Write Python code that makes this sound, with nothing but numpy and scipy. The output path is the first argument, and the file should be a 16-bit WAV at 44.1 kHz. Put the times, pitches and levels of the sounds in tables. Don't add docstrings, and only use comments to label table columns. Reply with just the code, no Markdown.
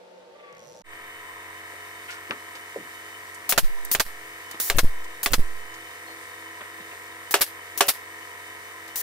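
import sys
import numpy as np
from scipy import signal
from scipy.fft import rfft, irfft
from scipy.io import wavfile
from scipy.ndimage import uniform_filter1d

SR = 44100
rng = np.random.default_rng(int(sys.argv[2]) if len(sys.argv) > 2 else 0)


def decibels_to_gain(level_db):
    exponent = np.asarray(level_db, float) / 20
    return 10 ** exponent


def transcribe(signal):
    frames = np.atleast_2d(signal).T
    limited = np.clip(frames, -1, 1)
    pcm = np.round(limited * 32767).astype(np.int16)
    wavfile.write(sys.argv[1], SR, pcm)


N = 397782
CUT_S = .823
SIDES = np.array([[1], [-1]])


def evened(x):
    return x / np.sqrt(np.mean(x ** 2) + 1e-20)


def read(points, hz):
    f, value = np.transpose(points)
    return np.interp(np.log(hz + 1), np.log(f + 1), value)


def curve(rows):
    s, *columns = np.transpose(rows)
    return [np.interp(np.arange(N) / SR, s, c) for c in columns]


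def add(mix, s, sound):
    part = mix[:, round(s * SR):][:, :sound.shape[1]]
    part += sound[:, :part.shape[1]]


# (f/Hz, likeness 0-1)
LIKENESS = [(60, 1), (300, 0.98), (1000, 0.69), (3000, 0.5), (15000, 0.088)]


def noise(colour, size, lag=9.5, alike=1):
    hz = np.fft.rfftfreq(size, 1 / SR)
    right, other = rfft(rng.standard_normal((2, size)))
    same = np.clip(alike * read(LIKENESS, hz), 0, 1)
    delayed = right * np.exp(-2j * np.pi * hz * lag / SR)
    left = same * delayed + np.sqrt(1 - same ** 2) * other
    return evened(irfft(np.array([left, right]) * colour(hz), size))


def shaped(points):
    return lambda hz: decibels_to_gain(read(points, hz))


def hump(centre_hz, width_hz):
    return lambda hz: 1 / (1 + (2 * (hz - centre_hz) / width_hz) ** 2)


def drift(per_s):
    knots = rng.standard_normal((2, int(N / SR * 20) + 2))
    at = np.arange(N) / SR * min(per_s, 20)
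    return np.array([np.interp(at, np.arange(len(k)), k) for k in knots])


def tones(table, wobble_db):
    t = np.arange(N) / SR - np.array([[8.5 / SR], [0]])
    total = np.zeros((2, N))
    for hz, db in table:
        level = np.sqrt(2) * decibels_to_gain(db + wobble_db * drift(6))
        total += level * np.sin(2 * np.pi * (hz * t + rng.random()))
    return total


def panned(db):
    return decibels_to_gain(SIDES * db / 2)


def fade_in():
    return np.clip((np.arange(N) / SR - CUT_S - .017) / .099, 0, 1)


# (f/Hz, level/dB per Hz)
RUMBLE = [(35, -71), (60, -35), (143, -35), (180, -28), (305, -23.5), (366, -13), (430, -19.5), (493, -5),
          (712, -17.5), (875, -19.5), (981, -24), (4060, -33), (13800, -53), (14400, -75)]
# (f/Hz, level/dB)
RUMBLE_TONES = [(183.0, -70), (489.9, -58), (602.9, -67), (899.0, -64.5)]


def rumble():
    bed = decibels_to_gain(-49.5 + 0.68 * drift(14.5)) * noise(shaped(RUMBLE), N, alike=0.41)
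    return bed + tones(RUMBLE_TONES, 5.1)


# (t/s, f/Hz, level/dB)
SQUEAL_PATH = [
    (.35, 1170, -61),
    (.39, 1185, -51),
    (.42, 1170, -52),
    (.46, 1155, -50),
    (.5, 1140, -54),
    (.57, 1135, -54),
    (.61, 1100, -59),
    (.66, 1070, -63),
    (.7, 1060, -74),
]


def squeal():
    stutter_db, stutter_per_s, catches_s = -13, 24, .5
    t = np.arange(N) / SR
    hz, db = curve(SQUEAL_PATH)
    turns = np.cumsum(hz) / SR + np.array([[0], [.2]])
    voice = noise(hump(2000, 1100), N)
    for harmonic, harmonic_db in [(1, 3), (2, -18), (3, -13)]:
        voice += decibels_to_gain(harmonic_db + 4 * drift(20)) * np.sin(2 * np.pi * harmonic * turns)
    slips = np.sin(np.pi * stutter_per_s * (t - .402)) ** 2
    slips_db = stutter_db * slips * np.clip((catches_s - t) / .06, 0, 1)
    sounding = (t > SQUEAL_PATH[0][0]) * (t < SQUEAL_PATH[-1][0])
    return decibels_to_gain(db + slips_db) * voice * sounding


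# (t/s, rate/per s, level/dB)
MOTOR_TICKS = [
    (.527, 40, -60),
    (.56, 52, -59),
    (.58, 80, -58.5),
    (.6, 100, -57.5),
    (.63, 120, -57),
    (.78, 119, -57),
    (.823, 108, -56),
]


def rattle():
    t = np.arange(N) / SR
    per_s, db = curve(MOTOR_TICKS)
    running = t > MOTOR_TICKS[0][0]
    ticks = np.cumsum(per_s * running) / SR
    since = (ticks % 1) / per_s
    size = decibels_to_gain(1.8 * rng.standard_normal(N // 100))[ticks.astype(int)]
    pulse = size * decibels_to_gain(-60 * since / .011)
    ring = 0.73 * np.sin(2 * np.pi * 5750 * since)
    ring = ring + 0.52 * noise(hump(6200, 1100), N)
    ring += decibels_to_gain(-14) * noise(hump(11800, 1800), N)
    ring += decibels_to_gain(-3.5) * noise(hump(5700, 6000), N)
    drone = decibels_to_gain(-6) * noise(hump(163, 90), N)
    return decibels_to_gain(db) * running * (decibels_to_gain(9.5) * pulse * ring + drone)


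def earlier():
    return (rumble() + squeal() + rattle()) * np.clip((CUT_S - np.arange(N) / SR) / 0.0027, 0, 1)


# (t/s, shaft f/Hz)
SHAFT_SPEED = [(.8, 46.9), (2.8, 46.95), (4.5, 47.0), (6.2, 47.07), (9.1, 47.05)]


def shaft_turns():
    turns = np.cumsum(curve(SHAFT_SPEED)[0]) / SR
    return (np.array([turns - 47 * 5.14 / SR, turns]) % 1).astype(np.float32)


# (f/Hz, level/dB)
CASING_RING = [(47, -34), (190, -22.5), (250, -16.5), (1690, -15.5), (1780, 0), (2020, -2), (2120, -8),
               (2350, -19)]
STRONG_ORDERS = {2: -9, 7: -7, 9: -5, 10: -10, 11: -10, 13: -10, 15: -4, 27: -5, 28: -6, 33: -5, 35: -4, 39:
                 2, 47: 1, 49: -6}
HEARD = [*range(1, 57), 57, 59, 60, 65, 66, 72, 73, 76, 79, 82, 83]


def shaft_hum(turns):
    hum = np.zeros((2, N))
    for k in HEARD:
        scatter, side_db = rng.standard_normal((2, 2, 1))
        loose = .55 if 32 < k < 50 else 3
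        phase = scatter * .3 + loose * rng.standard_normal() + k * k / 60
        db = STRONG_ORDERS.get(k, read(CASING_RING, k * SHAFT_SPEED[0][1]))
        wave = np.cos(np.float32(2 * np.pi * k) * turns + phase.astype(np.float32))
        hum += decibels_to_gain(db + 0.25 * side_db + 1.3 * drift(4)) * wave
    return np.sqrt(2) * decibels_to_gain(-54.5) * hum


# (f/Hz, level/dB per Hz)
SHOP_AIR = [(24, -55), (40, -27), (81, -17.5), (179, -25), (420, -9.5), (567, -19), (693, -13.5),
            (825, -17.5), (1290, -3), (1470, -9), (1840, 0.5), (2810, -8), (3700, -14.5), (8670, -16),
            (15800, -23)]


def shop_air(turns):
    dull_db, turned_s, turn_s = -4, 2.08, 1
    beat = 1 + 0.09 * np.cos(4 * np.pi * turns)
    split = signal.butter(2, 3200, fs=SR)
    low = signal.filtfilt(*split, noise(shaped(SHOP_AIR), N))
    high = noise(shaped(SHOP_AIR), N)
    high = high - signal.filtfilt(*split, high)
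    shade_db = dull_db * np.clip((turned_s - np.arange(N) / SR) / turn_s, 0, 1)
    high = high * decibels_to_gain(shade_db + drift(14) + SIDES * .5)
    return decibels_to_gain(-44) * (low + high) * beat


# (f/Hz, level/dB)
FAN_TONES = [(1810, -61), (3011, -66)]
# (f/Hz, width/Hz, level/dB)
FAN_HUMPS = [(1011, 138, -51), (3015, 41, -58.5), (3690, 110, -63), (8420, 280, -61)]


def fan():
    total = tones(FAN_TONES, 5.4)
    for hz, width_hz, db in FAN_HUMPS:
        total += decibels_to_gain(db + 2.2 * drift(12)) * noise(hump(hz, width_hz), N)
    return total


# (f/Hz, level/dB)
SECOND_TONES = [(326.5, -62), (490, -59), (3672, -65)]
# (t/s, level/dB)
SECOND_LEVEL = [(1, -15), (3, -15), (4.5, -5.5), (6, 1), (9, -4)]


def second_motor():
    return decibels_to_gain(curve(SECOND_LEVEL)[0]) * tones(SECOND_TONES, 2.7)


def compressor():
    turns = shaft_turns()
    return (shaft_hum(turns) + fan() + second_motor() + shop_air(turns)) * fade_in() ** .7


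def coupling():
    return decibels_to_gain(-61 + 1.5 * drift(12)) * noise(hump(13000, 2200), N) * fade_in()


# (t/s, level/dB, centre f/Hz, width/octaves)
FOOTSTEPS = [(1.73, -46, 500, .6), (2.297, -36, 300, .9), (2.309, -29, 1500, .8), (2.55, -37.5, 2200, 1.4),
             (2.757, -29, 440, .5), (4.541, -38.5, 900, 1.8), (6.605, -37, 900, 1.1),
             (6.606, -42, 2600, .5), (6.8, -47, 400, 1.3), (6.802, -46, 2500, .6), (6.918, -43, 520, .5),
             (6.912, -40, 2200, .3), (8.875, -41, 5000, 2.8)]
SHOE_SCUFFS = [(2.081, -36.5, 2300, .5), (2.1, -39, 4000, 1), (2.775, -41, 280, .7), (6.076, -47, 900, 1.1),
               (2.3, -39, 380, .6)]
SHOE_SQUEAKS = [(2.085, -41, 1420, .04), (6.065, -48, 4270, .012)]
SHARP_SNAPS = [(2.309, -14.5, 1900, .7), (3.85, -23, 12000, .47), (4.5115, -29, 11000, .6)]
TRIGGER_TICKS = [(3.344, -39.5, 8100, 0.54), (3.851, -38, 8000, .91), (4.512, -34, 7200, 2.5),
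                 (5.042, -42, 8000, 1.1), (5.74, -42, 5000, .76)]


def small():
    out, t = np.zeros((2, N)), np.arange(8192) / SR
    kinds = [(FOOTSTEPS, .0045, .1), (SHOE_SCUFFS, .009, .24), (SHOE_SQUEAKS, .02, .3),
             (SHARP_SNAPS, .0003, .011), (TRIGGER_TICKS, .0015, .065)]
    for rows, rise, t60 in kinds:
        for s, db, hz, octaves in rows:
            def colour(f):
                return np.exp(-.5 * (np.log2((f + 1) / hz) / octaves) ** 2) / np.sqrt(f + 50)
            shape = np.clip(t / rise, 0, 1) * decibels_to_gain(db - 60 * np.maximum(t - rise, 0) / t60)
            add(out, s, shape * noise(colour, len(t), 6.6))
    return out


def jet(points, tilt_db, size):
    x = noise(lambda hz: decibels_to_gain(read(points, hz) + tilt_db * np.log2((hz + 100) / 8000)), size, 0.33, 0.82)
    top = x - signal.lfilter(*signal.butter(1, 9000, fs=SR), x)
    return x + SIDES * 0.33 * top


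# (t/s, level/dB, sag over its length/dB, pan/dB, tilt/dB per octave)
VALVE_HISSES = [
    (3.4915, -20, -2.5, -0.5, -0.5),
    (3.9135, -19.5, -4.5, -1, 2),
    (4.5994, -23, 2, -4, .8),
    (5.2305, -23, 2, -1.5, 1.5),
    (7.3085, -26.5, 1.5, -1, 0),
    (7.7753, -26.5, 4, 2, 0),
    (8.957, -27, -3.5, -0.5, 1),
]
# (f/Hz, level/dB)
HISS_COLOUR = [(240, -54), (400, -23), (644, -53), (696, -9.5), (1190, -21), (1780, -20), (5140, -9),
               (7100, -5.5), (7790, -8.5), (15800, 0)]
# (f/Hz, level/dB)
KNOCK_COLOUR = [(120, -21), (200, -4.5), (1820, -0.5), (3170, -6), (4810, -2.5), (5270, -14), (5700, -5),
                (8000, -7.5), (10400, -41), (17600, -120)]


def valve():
    out, t = np.zeros((2, N)), np.arange(8192) / SR
    blow_times = [row[0] for row in DRIVER_BLOWS] + [N / SR]
    for (s, db, sag_db, pan_db, tilt_db), blow_s in zip(VALVE_HISSES, blow_times):
        length = blow_s - s - .0021
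        gate = np.clip(t / .0015, 0, 1) * np.clip((length - t) / .004, 0, 1)
        pop = decibels_to_gain(-4 - 60 * t / 0.041) * noise(shaped(KNOCK_COLOUR), len(t), 0.44)
        rush_db = -sag_db * t / length + 8.4 * np.exp(-t / 0.014)
        hiss = decibels_to_gain(rush_db) * jet(HISS_COLOUR, tilt_db, len(t))
        add(out, s, decibels_to_gain(db) * panned(pan_db) * gate * (hiss + pop))
    return out


def damped(far):
    return .2 < far < .6


# (t/s, level/dB, board ring/dB, pan/dB, far end 0-1)
DRIVER_BLOWS = [
    (3.523, -5, -8.5, 2, 0.5),
    (3.9493, -6, -14, -1.5, 0.36),
    (4.6996, -7, -3.5, 1, 0.01),
    (5.26, -7, -4.5, 0, 0.04),
    (7.34, -7, -4, -0.5, 0.99),
    (7.8067, -6.5, -1.5, 0, 1),
]
# (f/Hz, level/dB)
NEAR_CRACK = [(60, -25), (120, -7), (300, -10.5), (750, -2), (2000, -2), (3400, -4), (6000, -8.5),
              (10000, -9), (15800, -10.5)]
DISTANT_CRACK = [(120, -55), (200, -17), (379, -4), (848, -3.5), (1180, -3), (2320, -6.5), (2990, -2.5),
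                 (3280, -8.5), (12700, -12.5), (15800, -21)]
# (f/Hz, level/dB, t60/s)
BOARD_MODES = [(403.5, -4.5, 0.11), (564, -12.5, 0.22), (693, -5, 0.097), (758, -9.5, 0.12),
               (1157, 6, 0.037), (1710, 7.5, 0.023), (2690, -16, 0.17), (3480, -4, 0.046),
               (4250, -13.5, 0.04), (5491, -9, .06)]


def driver():
    out, t = np.zeros((2, N)), np.arange(8192) / SR
    for s, db, ring_db, pan_db, far in DRIVER_BLOWS:
        t60 = .066 if damped(far) else .1
        snap = decibels_to_gain(7.5 - 3.5 * far - 60 * t / 0.014) + decibels_to_gain(-60 * t / t60) + decibels_to_gain(-19.5 - 60 * t / 0.15)
        onset = np.clip(t / (0.00017 + 0.0015 * far), 0, 1)
        colour = shaped(DISTANT_CRACK if far > .5 else NEAR_CRACK)
        crack = snap * onset * noise(colour, len(t), 1 - 3 * far)
        ring = np.zeros((2, len(t)))
        for hz, mode_db, mode_t60 in BOARD_MODES:
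            phase = 0.27 * rng.random((2, 1))
            ring += decibels_to_gain(mode_db - 60 * t / mode_t60) * np.sin(2 * np.pi * (hz * t + phase))
        ping = np.sin(2 * np.pi * 2050 * t) * (t / 0.00039) * np.exp(1 - t / 0.00042)
        blow = decibels_to_gain(10.5 - 13 * far) * ping + crack + decibels_to_gain(ring_db) * ring * np.clip(t / 0.0041, 0, 1)
        thin = signal.butter(2, 60 + 220 * far, "high", fs=SR)
        add(out, s, decibels_to_gain(db) * panned(pan_db) * signal.lfilter(*thin, blow))
    return out


# (t/s, level/dB, piston knock/dB, pan/dB, leak before it/dB)
EXHAUST_BURSTS = [
    (3.576, -3, 3.5, -3.5, -32),
    (3.996, -5, 2.5, -2.5, -30),
    (4.783, -5.5, 6, 2.5, -12),
    (5.332, -6.5, 6, -1, -10),
    (7.408, -5.5, -9, -1.5, -20),
    (7.881, -5.5, -9, -2.5, -14),
]
# (f/Hz, level/dB)
PUFF_COLOUR = [(180, -39), (300, -8.5), (1400, 0), (1520, -1), (1990, -1), (3670, 0.5), (4950, 1.5),
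               (6670, -3), (12500, 5), (15800, -2.5)]


def exhaust():
    out, t = np.zeros((2, N)), np.arange(8192) / SR
    for s, db, knock_db, pan_db, leak_db in EXHAUST_BURSTS:
        gain = decibels_to_gain(db) * panned(pan_db)
        leak = np.clip(t / 0.027, 0, 1) * (t < .018) * jet(HISS_COLOUR, 6, len(t))
        add(out, s - .022, decibels_to_gain(leak_db) * gain * leak)
        rise = max(.0042 - .00033 * knock_db, .001)
        after = np.maximum(t - .006 - rise, 0)
        flow = np.clip(t / rise, 0, 1) * (decibels_to_gain(-60 * after / 0.076) + decibels_to_gain(-22 - 60 * t / 0.28))
        add(out, s, gain * flow * jet(PUFF_COLOUR, 0, len(t)))
        bounce = decibels_to_gain(-60 * t / .05) + (t > .006) * decibels_to_gain(-1 - 60 * (t - .006) / .04)
        knock = bounce * np.clip(t * 1500, 0, 1) * noise(shaped(KNOCK_COLOUR), len(t), 0.62)
        edge = 1 + decibels_to_gain(5 - 60 * t / .006)
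        push = -decibels_to_gain(-19 + 1.5 * knock_db) * np.sin(np.pi * np.minimum(t / .007, 1)) ** 2
        add(out, s + .0015, gain * decibels_to_gain(knock_db) * knock * edge + push)
    return out


def scene():
    return earlier() + compressor() + coupling() + small() + valve() + driver() + exhaust()


# (t/s, left size, right size)
CAPSULE_JOLTS = [
    (3.523, -.3, 0),
    (3.578, 1.4, -1.6),
    (3.615, 0, -.6),
    (3.949, .3, .45),
    (3.998, -.03, -.07),
    (4.699, 1.5, .8),
    (4.785, -2.4, -2.4),
    (5.26, -.3, -.8),
    (5.334, 1.4, 2.3),
]


def overload():
    out, t = np.zeros((2, N)), np.arange(SR) / SR
    swing = np.exp(-t / .045) * np.cos(2 * np.pi * 7.3 * np.minimum(t, .115))
    swing = swing * (1 - .75 * np.exp(-t / .05))
    settle = .55 * (1 - np.exp(-(t / .2) ** 4)) * np.exp(-t / .07)
    shift = (1 - np.exp(-t / .006)) * swing + settle
    for s, left, right in CAPSULE_JOLTS:
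        add(out, s, np.array([[left], [right]]) * shift)
    sway = np.sin(2 * np.pi * 3.3 * t) * np.exp(-t / 0.28)
    add(out, CUT_S + 0.0075, np.array([[.002], [.006]]) * sway)
    return out


def limiter():
    for (blow_s, *_, far), (puff_s, *_) in zip(DRIVER_BLOWS, EXHAUST_BURSTS):
        blow_db, puff_db = (5, 8) if far > .5 else (12.5, 14)
        blow_hold_s = .0365 if damped(far) else .047
        puff_hold_s = .0507 if far < .2 else .0555
        yield blow_s - .0025, blow_s + blow_hold_s, blow_db
        yield puff_s - .0045, puff_s + puff_hold_s, puff_db


def band_limit(x):
    return signal.sosfilt(signal.butter(12, 16830, fs=SR, output="sos"), x)


def record(dry):
    step_s = 512 / SR
    t, cut_db = np.arange(N) / SR, np.zeros(N)
    for s, release, depth_db in limiter():
        share = (t > s) * (0.64 * (t < release) + 0.38 * (t < release + step_s))
        cut_db = np.maximum(cut_db, depth_db * share)
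    limited = (dry + overload()) * decibels_to_gain(-uniform_filter1d(cut_db, size=40))
    limited = 1.1 * np.tanh(limited / 1.1)
    mix = signal.oaconvolve(limited, signal.firwin(255, 15750, fs=SR)[None], "same")
    return band_limit(mix)


dry = scene()
out = record(dry)
transcribe(out)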